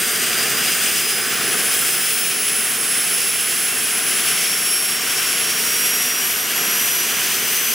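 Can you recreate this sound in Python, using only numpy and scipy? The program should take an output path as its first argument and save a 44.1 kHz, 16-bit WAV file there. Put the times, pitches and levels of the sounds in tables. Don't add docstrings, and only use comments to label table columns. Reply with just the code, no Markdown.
import sys
import numpy as np
from scipy import signal
from scipy.fft import rfft, irfft, next_fast_len
from scipy.io import wavfile

SR = 44100
rng = np.random.default_rng(int(sys.argv[2]) if len(sys.argv) > 2 else 0)


def store_pcm(level_fs):
    pcm = np.round(np.clip(level_fs, -1, 1) * 32767).astype(np.int16)
    wavfile.write(sys.argv[1], SR, np.atleast_2d(pcm).T)


N = 341323
TIME = np.arange(N) / SR
FFT_SIZE = next_fast_len(N, True)
BIN_HZ = np.maximum(np.fft.rfftfreq(FFT_SIZE, 1 / SR), 1)


def from_db(db):
    return 10 ** (np.asarray(db) / 20)


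def over_time(table):
    times, values = np.transpose(table)
    return np.interp(TIME, times, values)


def spectrum_gain(table):
    hz, db = np.transpose(table)
    return from_db(np.interp(np.log(BIN_HZ), np.log(hz), db))


def noise(gain, channels=1):
    white = rng.standard_normal((channels, FFT_SIZE))
    return irfft(rfft(white) * gain, FFT_SIZE)[:, :N]


def drift(rate_hz, channels=1):
    wobble = noise(1 / (1 + (BIN_HZ / rate_hz) ** 2), channels)
    return wobble / np.sqrt(np.mean(wobble ** 2))


# (frequency [Hz], level [dB])
STEREO_WIDTH = [(35, -8), (70, -13), (150, -21), (290, -16), (400, -22), (550, -11), (730, -17), (860, -11),
                (1600, -20), (2300, -14), (3200, -16), (7000, -11), (10000, -10), (14000, -8)]

def flow_noise(colour):
    low_hz, high_hz = colour[0][0], colour[-1][0]
    edges = (1 + (low_hz / BIN_HZ) ** 24) * (1 + (BIN_HZ / high_hz) ** 24)
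    gain = spectrum_gain(colour) / np.sqrt(edges)
    shared = noise(gain)
    difference = noise(gain * spectrum_gain(STEREO_WIDTH))
    return (shared + difference * [[1], [-1]]) / shared.std()


# (time [s], turns per second [Hz])
SHAFT_SPEED = [(0.0, 801), (1.47, 847.5), (2.47, 877.3), (2.97, 889), (3.97, 911), (5.6, 932), (6.01, 942),
               (6.5, 957), (7.06, 982), (7.74, 1017.2)]

def shaft_angle(hunt_hz=5.3, hunt_depth_hz=0.54, wander_hz=0.249):
    hunt = np.sin(2 * np.pi * hunt_hz * TIME + drift(0.99)[0])
    speed = over_time(SHAFT_SPEED) + hunt_depth_hz * hunt + wander_hz * drift(3.9)[0]
    return 2 * np.pi * np.cumsum(speed) / SR


def speed_octaves(middle_hz=900):
    return np.log2(over_time(SHAFT_SPEED) / middle_hz)


# (frequency [Hz], relative level [dB])
ROAR_COLOUR = [(20, -38.1), (50, -28.5), (100, -13.5), (160, -6.5), (240, -3), (300, -9), (380, -2),
               (450, -1.6), (540, -11), (750, -5.5), (880, -14), (1100, -6), (1500, 0.0), (2000, -0.9)]
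# (time [s], level [dB])
ROAR_SWELL = [(0.0, -27.5), (0.55, -25.5), (1.07, -28.8), (1.48, -25.5), (2.21, -30.5), (2.74, -30),
              (3.0, -29), (3.32, -31.2), (4.21, -28.5), (4.74, -31), (5.26, -28.5), (6.42, -31),
              (6.63, -27.5), (7.01, -30.5), (7.14, -28.5), (7.74, -31)]

def combustion_roar(chop, chop_db=0.36, dip_hz=970, dip_start_db=-3.5, fill_db_per_s=0.97):
    roar = flow_noise(ROAR_COLOUR)
    band = signal.lfilter(*signal.iirpeak(dip_hz, Q=3.8, fs=SR), roar)
    band_gain = from_db(dip_start_db + fill_db_per_s * TIME)
    roar = roar + (band_gain - 1) * band
    return from_db(over_time(ROAR_SWELL) + chop_db * chop) * roar


# (frequency [Hz], relative level [dB])
JET_COLOUR = [(2000, -1.1), (2800, 0.5), (3250, -0.5), (3700, -6.5), (4200, -7.5), (5000, -3.5),
              (5500, -4.5), (6100, -4), (7000, -6), (7500, -6)]
# (time [s], level [dB])
JET_SWELL = [(0.0, -24.5), (0.58, -22), (0.92, -22.1), (1.26, -25.3), (1.42, -23.5), (2.82, -25.5),
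             (2.97, -24.5), (3.77, -25.5), (3.98, -24), (4.45, -22.5), (4.71, -25.5), (4.96, -25.5),
             (5.15, -23), (6.42, -24.5), (6.6, -23), (6.98, -24), (7.18, -22.3), (7.74, -24.5)]

def exhaust_jet(chop, flicker_db, chop_db=0.1425):
    return from_db(over_time(JET_SWELL) + chop_db * chop + flicker_db) * flow_noise(JET_COLOUR)


# (frequency [Hz], relative level [dB])
INTAKE_COLOUR = [(7500, -2), (8200, -2), (8850, 1), (9500, -3), (10000, -4)]
SIZZLE_COLOUR = [(10000, -4.5), (10600, 1.5), (11000, -4.5), (11500, -5), (12800, -2.5), (13700, -8),
                 (14800, -3.5), (15600, -5.5), (17000, -3)]
# (time [s], relative level [dB])
HISS_SWELL = [(0.0, -26.5), (0.36, -27.5), (0.92, -25.5), (1.34, -29.5), (1.84, -24.5), (2.42, -28.4),
              (2.56, -27.2), (3.88, -27.5), (4.26, -26.5), (4.99, -28), (5.22, -26.5), (5.41, -29),
              (5.65, -25.5), (6.25, -26), (6.46, -28), (6.82, -25.5), (7.0, -26.5), (7.74, -25.5)]

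def intake_hiss(flicker_db, intake_db_per_octave=-9, sizzle_db_per_octave=2):
    hiss_db = over_time(HISS_SWELL) + flicker_db
    intake_db = hiss_db - 0.95 + intake_db_per_octave * speed_octaves()
    sizzle_db = hiss_db + 1.1 + sizzle_db_per_octave * speed_octaves()
    intake = from_db(intake_db) * flow_noise(INTAKE_COLOUR)
    sizzle = from_db(sizzle_db) * flow_noise(SIZZLE_COLOUR)
    return intake + sizzle


def unbalance_hum(angle, middle_db=-57, db_per_octave=30, fade_db=3.5):
    level_db = middle_db + db_per_octave * speed_octaves() + fade_db * drift(7.0)
    return np.sqrt(2) * from_db(level_db) * np.sin(angle)


# (multiple of the shaft speed, relative level [dB])
FAINT_TONES = [(3, -42), (9, -58), (10, -58), (13, -58), (14, -58), (15, -57), (16, -59), (17, -58)]

def uneven_blades(angle, gain_db=-8, fade_db=7, flare_at_s=5.63, flare_s=0.11, flare_db=-33):
    fades = from_db(fade_db * drift(6.6, channels=len(FAINT_TONES)))
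    tones = sum(from_db(db + gain_db) * fade * np.sin(multiple * angle)
                for (multiple, db), fade in zip(FAINT_TONES, fades))
    flare = from_db(flare_db) * bump(flare_at_s, flare_s) * np.sin(15 * angle)
    return np.sqrt(2) * (tones + flare)


def bump(at_s, half_length_s):
    return np.exp(-((TIME - at_s) / half_length_s) ** 2)


def blade_tone(angle, flutter_db, each_ear_db, eddy_db, eddy_hz):
    fading = from_db(flutter_db * drift(13.0) + each_ear_db * drift(1.8, channels=2))
    sine_noise, cosine_noise = drift(eddy_hz, channels=2) * from_db(eddy_db) / np.sqrt(2)
    tone = (1 + sine_noise) * np.sin(angle) + cosine_noise * np.cos(angle)
    return np.sqrt(2) * fading * tone


# (time [s], level [dB])
SIDE_SWELL = [(0, -40), (1.5, -45), (3, -40), (5.3, -49), (6.2, -39.5), (7.74, -43)]

def side_tone(angle, multiple=11):
    tone = blade_tone(multiple * angle, flutter_db=2.5, each_ear_db=5.0, eddy_db=-14, eddy_hz=60)
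    return from_db(over_time(SIDE_SWELL)) * tone


def beam_swing(at_s=3.96, swing_s=0.3, swing_db=3.0):
    progress = (TIME - at_s) / swing_s
    left_lead_db = swing_db * 2 * progress / (1 + progress ** 2)
    return from_db(left_lead_db * [[0.5], [-0.5]])


# (time [s], harmonic [1 = main, 2 = high], half-length [s], depth [dB])
WHINE_DIPS = [(.27, 2, .07, 12), (1.3, 2, 0.11, 12), (1.58, 1, .07, 9), (2.75, 1, .11, 13),
              (2.763, 2, .04, 7), (3.96, 1, .035, 10), (5.02, 2, 0.045, 18), (6.51, 1, 0.038, 16)]

def dip_db(harmonic):
    return sum(depth_db * bump(at_s, half_length_s)
               for at_s, which, half_length_s, depth_db in WHINE_DIPS if which == harmonic)


# (time [s], level [dB])
MAIN_SWELL = [(0.0, -36.5), (1.13, -30.5), (1.4, -36), (3.16, -35), (3.63, -41), (4.45, -34.5), (4.77, -26),
              (5.11, -32.5), (5.81, -26.0), (6.4, -30.9), (6.73, -29.5), (7.74, -31)]
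# (time [s], level [dB])
HIGH_SWELL = [(0.0, -35.3), (0.98, -34), (1.11, -26), (1.71, -26.5), (1.87, -28.5), (2.77, -22),
              (4.58, -26), (4.77, -21.2), (5.18, -30.3), (5.4, -24.5), (5.63, -33.3), (5.9, -22.5),
              (6.13, -36.0), (6.29, -24.6), (6.42, -30.5), (6.95, -24.5), (7.11, -34), (7.74, -27.4)]

def compressor_whine(angle, main_blades=6, steady_eddy_db=-42, third_db=-35.5):
    blade_angle = main_blades * angle
    main_db = over_time(MAIN_SWELL) - dip_db(harmonic=1)
    high_db = over_time(HIGH_SWELL) - dip_db(harmonic=2)
    eddy_db = steady_eddy_db - main_db
    main = blade_tone(blade_angle, flutter_db=1.5, each_ear_db=1.2, eddy_db=eddy_db, eddy_hz=110)
    high = blade_tone(2 * blade_angle, flutter_db=1.3, each_ear_db=0.5, eddy_db=-10, eddy_hz=260)
    third = blade_tone(3 * blade_angle, flutter_db=3.0, each_ear_db=1.0, eddy_db=-5, eddy_hz=90)
    whine = from_db(main_db) * main + from_db(high_db) * high + from_db(third_db) * third
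    return beam_swing() * whine


def scene(turns_per_rotor_blade=60):
    angle = shaft_angle()
    tones = compressor_whine(angle) + uneven_blades(angle) + unbalance_hum(angle) + side_tone(angle)
    chop = np.sin(angle / turns_per_rotor_blade)
    flicker_db = 0.65 * drift(19.0)
    return tones + combustion_roar(chop) + exhaust_jet(chop, flicker_db) + intake_hiss(flicker_db)


def record(dry, cutoff_hz=15750):
    low_pass = signal.ellip(14, 0.1, 90, cutoff_hz, fs=SR, output="sos")
    return signal.sosfilt(low_pass, dry)


dry = scene()
out = record(dry)
store_pcm(out)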